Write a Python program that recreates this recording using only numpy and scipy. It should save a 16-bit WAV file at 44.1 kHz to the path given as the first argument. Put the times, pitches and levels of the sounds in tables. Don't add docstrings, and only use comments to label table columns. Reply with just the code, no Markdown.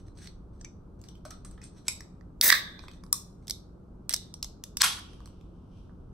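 import sys
import numpy as np
from scipy import signal
from scipy.fft import rfft, irfft, next_fast_len
from scipy.io import wavfile
from scipy.ndimage import uniform_filter1d, minimum_filter1d

SR = 44100
rng = np.random.default_rng(int(sys.argv[2]) if len(sys.argv) > 2 else 0)


def store_pcm(level_fs):
    pcm = np.round(np.clip(level_fs, -1, 1) * 32767).astype(np.int16)
    wavfile.write(sys.argv[1], SR, np.atleast_2d(pcm).T)


N = 270333


def undb(db):
    return 10 ** (np.asarray(db) / 20)


def level(x, db):
    return x * undb(db) / np.sqrt(np.mean(x ** 2))


def on_log(hz, table):
    at, value = np.transpose(table)
    return np.interp(np.log(hz + 1), np.log(at), value)


def colour(x, table):
    n = next_fast_len(x.shape[-1])
    gain = undb(on_log(np.fft.rfftfreq(n, 1 / SR), table))
    cepstrum = irfft(np.log(gain), n)
    cepstrum[1:n // 2] *= 2
    cepstrum[n // 2 + 1:] = 0
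    response = np.exp(rfft(cepstrum))
    return irfft(rfft(x, n) * response, n)[..., :x.shape[-1]]


def band(x, hz, width_hz):
    return signal.lfilter(*signal.iirpeak(hz, hz / width_hz, SR), x)


def envelope(tables, column=1):
    t = np.arange(N) / SR
    gain = 0
    for table in tables:
        time_s, level_db = np.transpose(table)[[0, column]]
        gain = gain + undb(np.interp(t, time_s, level_db, -200, -200))
    return gain


def walk(rate):
    k = int(SR / rate)
    steps = np.repeat(rng.standard_normal(N // k + 1), k)
    return 1.2 * uniform_filter1d(steps, k)[:N]


# pitch_hz, level_db (per Hz)
AIR_COLOUR = [(60, 1.5), (123, -6.5), (146, -13.5), (177, -3.5), (216, -15), (310, -12.5), (434, -19),
              (700, -28.5), (1300, -32), (1550, -40.5), (1850, -54.5), (4000, -56), (8000, -60.5),
              (13500, -64.5), (15000, -87.5)]


def house_air(air_db=-52.5, alike_hz=330):
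    pair = np.array([[1], [-1]])
    side = signal.lfilter(*signal.butter(2, alike_hz, "high", fs=SR), rng.standard_normal(N))
    air = colour(rng.standard_normal(N) + .75 * side * pair, AIR_COLOUR)
    above_rumble = signal.butter(3, 95, "high", fs=SR, output="sos")
    return level(signal.sosfilt(above_rumble, air), air_db)


# time_s, level_db
RUMBLE_SWELL = [(0.0, -52), (0.01, -49.5), (1.3, -52), (1.55, -44.5), (1.64, -54.5), (3.0, -51), (4.3, -56),
                (4.46, -52.5), (6.13, -50)]


def house_rumble():
    pair = np.array([[1], [-1]])
    noise = rng.standard_normal(N) + 0.16 * rng.standard_normal(N) * pair
    lowest = signal.butter(3, [20, 95], "band", fs=SR, output="sos")
    return envelope([RUMBLE_SWELL]) * level(signal.sosfilt(lowest, noise), 0)


# pitch_hz, width_hz, level_db
HUM_TONES = [(50.6, 12, -58), (129.5, 6.1, -65), (187, 30, -59), (244.5, 4.7, -66)]


def house_hum():
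    hum = 0
    for hz, width_hz, db in HUM_TONES:
        tone = band(band(rng.standard_normal(N), hz, width_hz), hz, 3 * width_hz)
        hum = hum + level(tone, db)
    return hum


# pitch_hz, t60_s
ROOM_DECAY = [(500, 0.72), (1700, 0.12), (3700, 0.4), (7000, 0.2), (14000, 0.2)]


def room(x, db=-14, early_db=-8, gap_s=0.0041, rise_s=0.002):
    t = np.arange(SR * 3 // 5) / SR
    tail = 0
    for hz in 250 * np.sqrt(2) ** np.arange(12):
        noise = band(rng.standard_normal((2, len(t))), hz, hz / 3)
        tail = tail + noise * undb(-60 * t / on_log(hz, ROOM_DECAY))
    walls = 1 - np.exp(-np.maximum(t - gap_s, 0) / rise_s)
    tail = tail * (undb(early_db) + walls)
    tail = tail / np.sqrt(np.mean(np.sum(tail ** 2, axis=1)))
    return undb(db) * signal.fftconvolve(x[None], tail)[:, :N]


# pitch_hz, level_db (per Hz)
BUBBLE_COLOUR = [(1500, -31), (2300, -6.5), (3100, 2.5), (4200, -8), (5500, -4), (7000, -13), (10700, -15),
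                 (15000, -42)]


def fizz(start_s=4.97, start_db=-53, settled_db=-89.5, settle_s=0.35, spread_db=1.5):
    surge_s, surge_db, surge_width_s = 5.78, 13, 0.092
    t = np.arange(N) / SR
    settle = np.exp(-np.maximum(t - start_s, 0) / settle_s)
    surge = surge_db * np.exp(-((t - surge_s) / surge_width_s) ** 2)
    db = settled_db + (start_db - settled_db) * settle + surge
    bursting = rng.random(N) < .1
    pops = rng.standard_normal(N) * bursting * undb(spread_db * rng.exponential(size=N))
    return (t > start_s) * undb(db) * level(colour(pops, BUBBLE_COLOUR), 0)


# start_s, pitch_hz, sink_hz, level_db, t60_s
LINGERING_TONES = [(.272, 4290, 40, -54, 0.17), (.648, 2350, 3, -49.5, 0.1), (1.252, 608, 3, -45, .15),
                   (1.307, 1286, 3, -50.5, 0.28), (1.885, 2366, 3.4, -39.5, 0.18),
                   (2.51, 3767, 125, -37.5, 0.81), (2.5235, 1773, 20, -9, 0.06),
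                   (2.535, 1874, 243, -36.5, 0.54), (3.127, 1166, 2.7, -33, .06),
                   (3.51, 3700, 2.5, -49.5, 0.28), (4.142, 3880, 106, -43, 0.39),
                   (4.83, 3397, 107, -31, 0.46)]


def linger(width=.1):
    out = np.zeros((2, N + SR))
    t = np.arange(SR // 2) / SR
    for start_s, first_hz, sink_hz, db, t60 in LINGERING_TONES:
        wobble = rng.standard_normal((2, len(t))) + 1j * rng.standard_normal((2, len(t)))
        wobble = signal.lfilter(*signal.butter(2, width * first_hz / 2, fs=SR), wobble)
        hz = first_hz - sink_hz * (1 - np.exp(-t / .1))
        carrier = np.exp(2j * np.pi * np.cumsum(hz) / SR)
        tone = level((wobble * carrier).real, db)
        fade = undb(-60 * t / t60) * np.minimum(t / .002, 1)
        i = int(start_s * SR)
        out[:, i:i + len(t)] += tone * undb([[-1.5], [1.5]]) * fade
    return out[:, :N]


# pitch_hz, level_db (relative), t60_s
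CAN_MODES = [(713, -3.5, 0.023), (1320, -3.5, 0.015), (1834, -9, 0.013), (2360, -7.5, 0.0081),
             (3640, -4.5, 0.051), (4170, -6.5, 0.028), (4760, -7.5, 0.03), (5640, 0, 0.022),
             (6260, -3.5, 0.03), (8140, -3, 0.044), (8660, -4.5, 0.012), (10570, -3.5, 0.0063),
             (13990, 5.5, 0.0075)]


def ring(x, detune=1):
    out = 0
    for hz, db, t60 in CAN_MODES:
        pole = np.exp(2j * np.pi * detune * hz / SR - np.log(1000) / (t60 * SR))
        out = out + undb(db) * signal.lfilter([1], [1, -pole], x).imag
    return out


# loudest_s, level_db, build_up_s, fade_s
RUB_STROKES = [(0.001, -60.5, .002, 0.028), (0.083, -63, 0.046, 0.012), (0.185, -65, 0.014, 0.043),
               (0.244, -49.5, 0.093, 0.05), (0.535, -74.5, .015, 0.092), (0.607, -56.5, 0.017, 0.0062),
               (0.992, -63, .004, .03), (1.045, -60, 0.011, 0.044), (1.095, -66, 0.013, 0.045),
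               (1.172, -68, .005, 0.023), (1.256, -50.5, 0.0076, 0.029), (1.311, -47.5, 0.0095, .03),
               (1.345, -65, 0.022, .04), (1.455, -55, 0.0094, .05), (1.515, -64, 0.0054, 0.063),
               (1.635, -53, 0.022, 0.04), (1.775, -61.5, .04, 0.066), (1.873, -51.5, 0.028, 0.0034),
               (2.83, -65, .08, 0.11), (2.939, -64, .05, 0.059), (3.434, -72, 0.038, 0.059),
               (4.1, -34.5, 0.0028, 0.053)]
# pitch_hz, level_db (per Hz)
SKIN_COLOUR = [(880, -33), (1500, -3.5), (2830, -11), (4290, -3.5), (5120, -11), (5880, 1), (7170, -14.5),
               (8320, -1.5), (9370, -21), (11000, -12), (12100, -24), (16000, -26)]


def rub(grip_db=3.5, ring_db=-38, range_db=20):
    strokes = []
    for loudest_s, db, rise_s, fade_s in RUB_STROKES:
        start, end = (loudest_s - rise_s, db - range_db), (loudest_s + fade_s, db - range_db)
        strokes.append([start, (loudest_s, db), end])
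    catch = rng.standard_normal(N) * undb(grip_db * walk(210))
    skin = colour(catch + undb(ring_db) * ring(catch), SKIN_COLOUR)
    return envelope(strokes) * level(skin, 0)


# time_s, jet_db, low_tone_db, high_tone_db
GAS_COURSE = [
    [(2.416, -27.5, -15.5, 2.5), (2.422, -31.5, -6, -14), (2.442, -19.5, -12.5, -21),
     (2.486, -20.5, -16.5, -15), (2.506, -29.5, 5.5, -1), (2.6, -50, 3, 2)],
    [(4.801, -47.5, -3.5, 4.75), (4.817, -19, -8.5, 1.42)],
    [(4.826, -29.5, -7, -4.5), (4.828, -31.5, 0.5, 6), (4.842, -23, -3.5, -5.5), (4.856, -31, -8.5, 1.5),
     (4.952, -51, -9, 2.5), (5.0, -53, 0.5, -2.5)],
]
# pitch_hz, level_db (per Hz)
GAS_COLOURS = [
    [(1500, -16.5), (2900, -25.5), (3600, -13.5), (5000, -6.5), (12000, -5), (13600, 1.5), (15500, -1.5),
     (16500, -9.5)],
    [(500, -24), (1500, -37), (5000, -5.5), (8000, -0.5), (9000, -21.5), (16000, -34)],
    [(400, -27.5), (1000, 1.5), (3000, -6), (5400, -3.5), (11000, -1), (13500, -10.5), (16000, -29.5)],
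]
# pitch_hz, width_hz
GAS_RESONANCES = [
    [(1900, 510), (3800, 650)],
    [(1500, 2100), (3800, 3760)],
    [(1400, 710), (3800, 5600)],
]


def jets(flutter_db=2.5, right_db=6):
    out = 0
    toward_right = undb([[-right_db / 2], [right_db / 2]])
    for course, shape, resonances in zip(GAS_COURSE, GAS_COLOURS, GAS_RESONANCES):
        rush = level(colour(rng.standard_normal(N), shape), 0) * undb(flutter_db * walk(230))
        tones = []
        for hz, width_hz in resonances:
            tone = band(band(rng.standard_normal(N), hz, width_hz), hz, width_hz)
            tones.append(level(tone, 0) * undb(flutter_db * walk(130)))
        low = tones[0] * envelope([course], column=2) * toward_right
        high = tones[1] * envelope([course], column=3)
        out = out + envelope([course]) * (rush + low + high)
    return out


# start_s, peak_db, ring_hz, lid_hz, lid_db, body_db, left_minus_right_db
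FINGER_CLICKS = [(0.0824, -48.5, 5300, 2240, -14, -8, -3), (0.173, -50, 4600, 1590, -28, -29, -8),
                 (0.2723, -34.5, 4260, 1980, -12, -30, -4), (0.611, -38.5, 6170, 1650, -21, -32, -0.5),
                 (0.6459, -32, 6240, 2450, -11, -41, 3), (1.014, -45, 6900, 1540, -25, -11, 6),
                 (1.038, -44.5, 4930, 2520, -20, -19, -6), (1.0857, -41, 5830, 2800, -12, -23, 7),
                 (1.1518, -50.5, 3110, 2140, -30, -9, -5), (1.251, -34, 6000, 1530, -6.5, -11, -1),
                 (1.3051, -33, 5870, 1520, -22.5, -21.5, -0.5), (1.4476, -35.5, 8660, 1500, -27, -12, -7),
                 (1.51, -49, 8200, 1500, -20, -23, 12), (1.577, -48.5, 3300, 2140, -3, -3, -2.5),
                 (1.6151, -40.5, 6370, 2600, -7.5, -31.5, -1), (1.6382, -37.5, 8400, 2280, -36, -24.5, 1),
                 (1.8815, -7.5, 7470, 2400, -14.5, -36, -4.5), (2.0059, -31, 5680, 1980, -13.5, -24, 0),
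                 (2.2095, -49.5, 4930, 2000, -1.5, -5.5, -13), (2.412, -0.5, 4480, 1880, -36.5, -39, -2),
                 (2.4972, -14.5, 3800, 1940, -5, -21.5, -4), (2.5014, -3, 4750, 1930, -4, -21.5, -5),
                 (2.5245, -4.5, 4340, 1720, -1, -11, -2.5), (2.5501, -28, 3760, 1810, -2, -35.5, -2.5),
                 (2.7913, -38.5, 4100, 2430, -15, -12.5, -10), (2.837, -38.5, 3540, 1480, -1.5, -1.5, -2.5),
                 (2.8823, -33.5, 3390, 2590, -4.5, -10.5, -3), (2.9133, -44, 3340, 1530, -16.5, -17, -4.5),
                 (3.037, -38.5, 5360, 2270, -19.5, -8.5, -10), (3.0639, -49, 4860, 1560, -14.5, -5.5, -12),
                 (3.1272, -5, 7900, 2020, -42.5, -27, 3.5), (3.1284, -4.5, 5500, 2005, -28, -21.5, 3),
                 (3.4701, -37, 3640, 2115, -41, -19, -3), (3.48, -26.5, 5110, 1480, -27, -31, -7.5),
                 (3.4969, -19.5, 5000, 1600, -22.5, -31.5, -3), (3.5074, -14.5, 5040, 2620, -31, -41.5, -8),
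                 (4.0936, -10, 8670, 1574, -35, -34, -7), (4.1068, -23, 5630, 1930, -52, -23, -8),
                 (4.1267, -19.5, 5500, 1560, -30, -39, -2), (4.137, -11.5, 5130, 1560, -40.5, -28, 2),
                 (4.1409, -7.5, 5660, 2260, -34.5, -31.5, -5.5), (4.1627, -22, 5400, 2300, -35, -32, 4),
                 (4.34, -25.5, 5330, 1640, -38, -23.5, -3.5), (4.4272, -17, 5340, 1610, -44, -26.5, -1),
                 (4.4444, -25, 5670, 2490, -29.5, -21, -3.5), (4.638, -22, 5590, 1520, -29.5, -25.5, -2),
                 (4.77, -16.5, 5680, 2580, -26.5, -30, -3.5),
                 (4.8178, -3.5, 5370, 1500, -19.5, -22.5, 10.5), (5.1329, -47, 3215, 1560, -14, -6, -14),
                 (5.204, -46, 3340, 1580, -10, 8, -7), (5.2578, -38.5, 4150, 1596, -14, -6.5, -2),
                 (5.2746, -46, 3050, 1640, -20, -2, -3), (5.4108, -53, 3000, 1578, -28, -10, -7),
                 (5.8943, -51.5, 3750, 1500, 17, 6, -7)]
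# time_s, body_hz, edge_db, contact_ms, room_share_db
HAND_GRIP = [(0.1, 590, -22, 1.4, -3), (0.65, 620, -40, 2.7, 4), (1.0, 597, -24, 3, 9),
             (1.26, 600, -20, 2.9, 9.5), (1.3, 1330, -18.5, 3.4, 3), (1.641, 1320, -33.5, 3, 13),
             (1.88, 745, -24, 2.4, 6.5), (2.42, 1430, -19.5, 1.2, 4), (2.53, 1430, -28.5, 2.5, 5),
             (2.8, 1026, -29, 2.1, 8), (3.13, 1153, -7.5, 1.1, 4), (3.47, 650, -16.5, 2.1, 0),
             (4.15, 770, -19.5, 1.5, -1), (4.34, 900, -23, 1.7, 0.5), (4.775, 1047, -17, 1.7, 2),
             (4.815, 1200, -22, 1.562, .3), (5.2, 1150, -15.5, 1.2, 7), (5.9, 900, -32, 1.4, 12)]


def clicks(ring_db=-35, ring_width=1.124, skirt_db=-7.5, ring_in_room=.4):
    direct, send = np.zeros((2, N + 4096)), np.zeros(N + 4096)
    t = np.arange(4000) / SR
    at, *grip = np.transpose(HAND_GRIP)
    for start_s, db, hz, lid_hz, lid_db, body_db, pan_db in FINGER_CLICKS:
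        body_hz, edge_db, ms, room_db = (np.interp(start_s, at, c) for c in grip)
        slips = rng.standard_normal(len(t)) * t * np.exp(-2000 * t / ms)
        force = slips + undb(ring_db) * ring(slips, 1 + 0.032 * rng.standard_normal())
        shape = [(body_hz / 3.6, body_db - 20.5), (body_hz, body_db + 12.0),
                 (1420, (body_db + lid_db) / 2 + 5.0), (lid_hz, lid_db + 10.5), (2800, -20),
                 (hz / ring_width, skirt_db), (hz * ring_width, skirt_db),
                 (12500, edge_db + 5.5), (16000, edge_db - 4.5)]
        hit = colour(force, sorted(shape + [(hz, 0)]))
        far = colour(force, sorted(shape + [(hz, skirt_db * (1 - ring_in_room))]))
        hit, far = np.array([hit, far]) * undb(db) / np.abs(hit).max()
        i = int(start_s * SR)
        lag = rng.integers(0, 5)
        direct[0, i + lag:i + lag + len(t)] += hit * undb(pan_db / 2)
        direct[1, i + 1:i + 1 + len(t)] += hit * undb(-pan_db / 2)
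        send[i:i + len(t)] += far * undb(room_db)
    return direct[:, :N], send[:N]


def scene():
    direct, send = clicks()
    gas, skin, bubbles = jets(), rub(), fizz()
    to_room = send + undb(6) * gas.mean(axis=0) + undb(7.5) * skin + undb(11) * bubbles
    close = direct + gas + undb(-2.5) * skin + undb(-4.5) * bubbles + linger()
    house = house_air() + house_rumble() + house_hum()
    return close + room(to_room) + house


def record(dry, top=0.55, depth=1.0):
    held = -minimum_filter1d(-np.abs(dry).max(axis=0), size=400, origin=199)
    duck = np.minimum(top / np.maximum(held, 1e-9), 1) ** depth
    x = dry * uniform_filter1d(np.roll(duck, shift=110), size=60)
    n = next_fast_len(N)
    hz, both = np.fft.rfftfreq(n, 1 / SR), rfft(x, n)
    share = np.clip((hz - 6500) / 800, 0, 1)
    late = np.exp(-2j * np.pi * (hz - 8300) / 2450)
    both[1] = np.sqrt(1 - share) * both[1] + np.sqrt(share) * late * both[0]
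    both *= undb(np.interp(hz, [15720, 15950, 16800], [0, -26, -45]))
    x = np.clip(irfft(both, n)[:, :N], -.97, .97)
    return signal.sosfilt(signal.ellip(8, .2, 70, 17000, fs=SR, output="sos"), x)


dry = scene()
out = record(dry)
store_pcm(out)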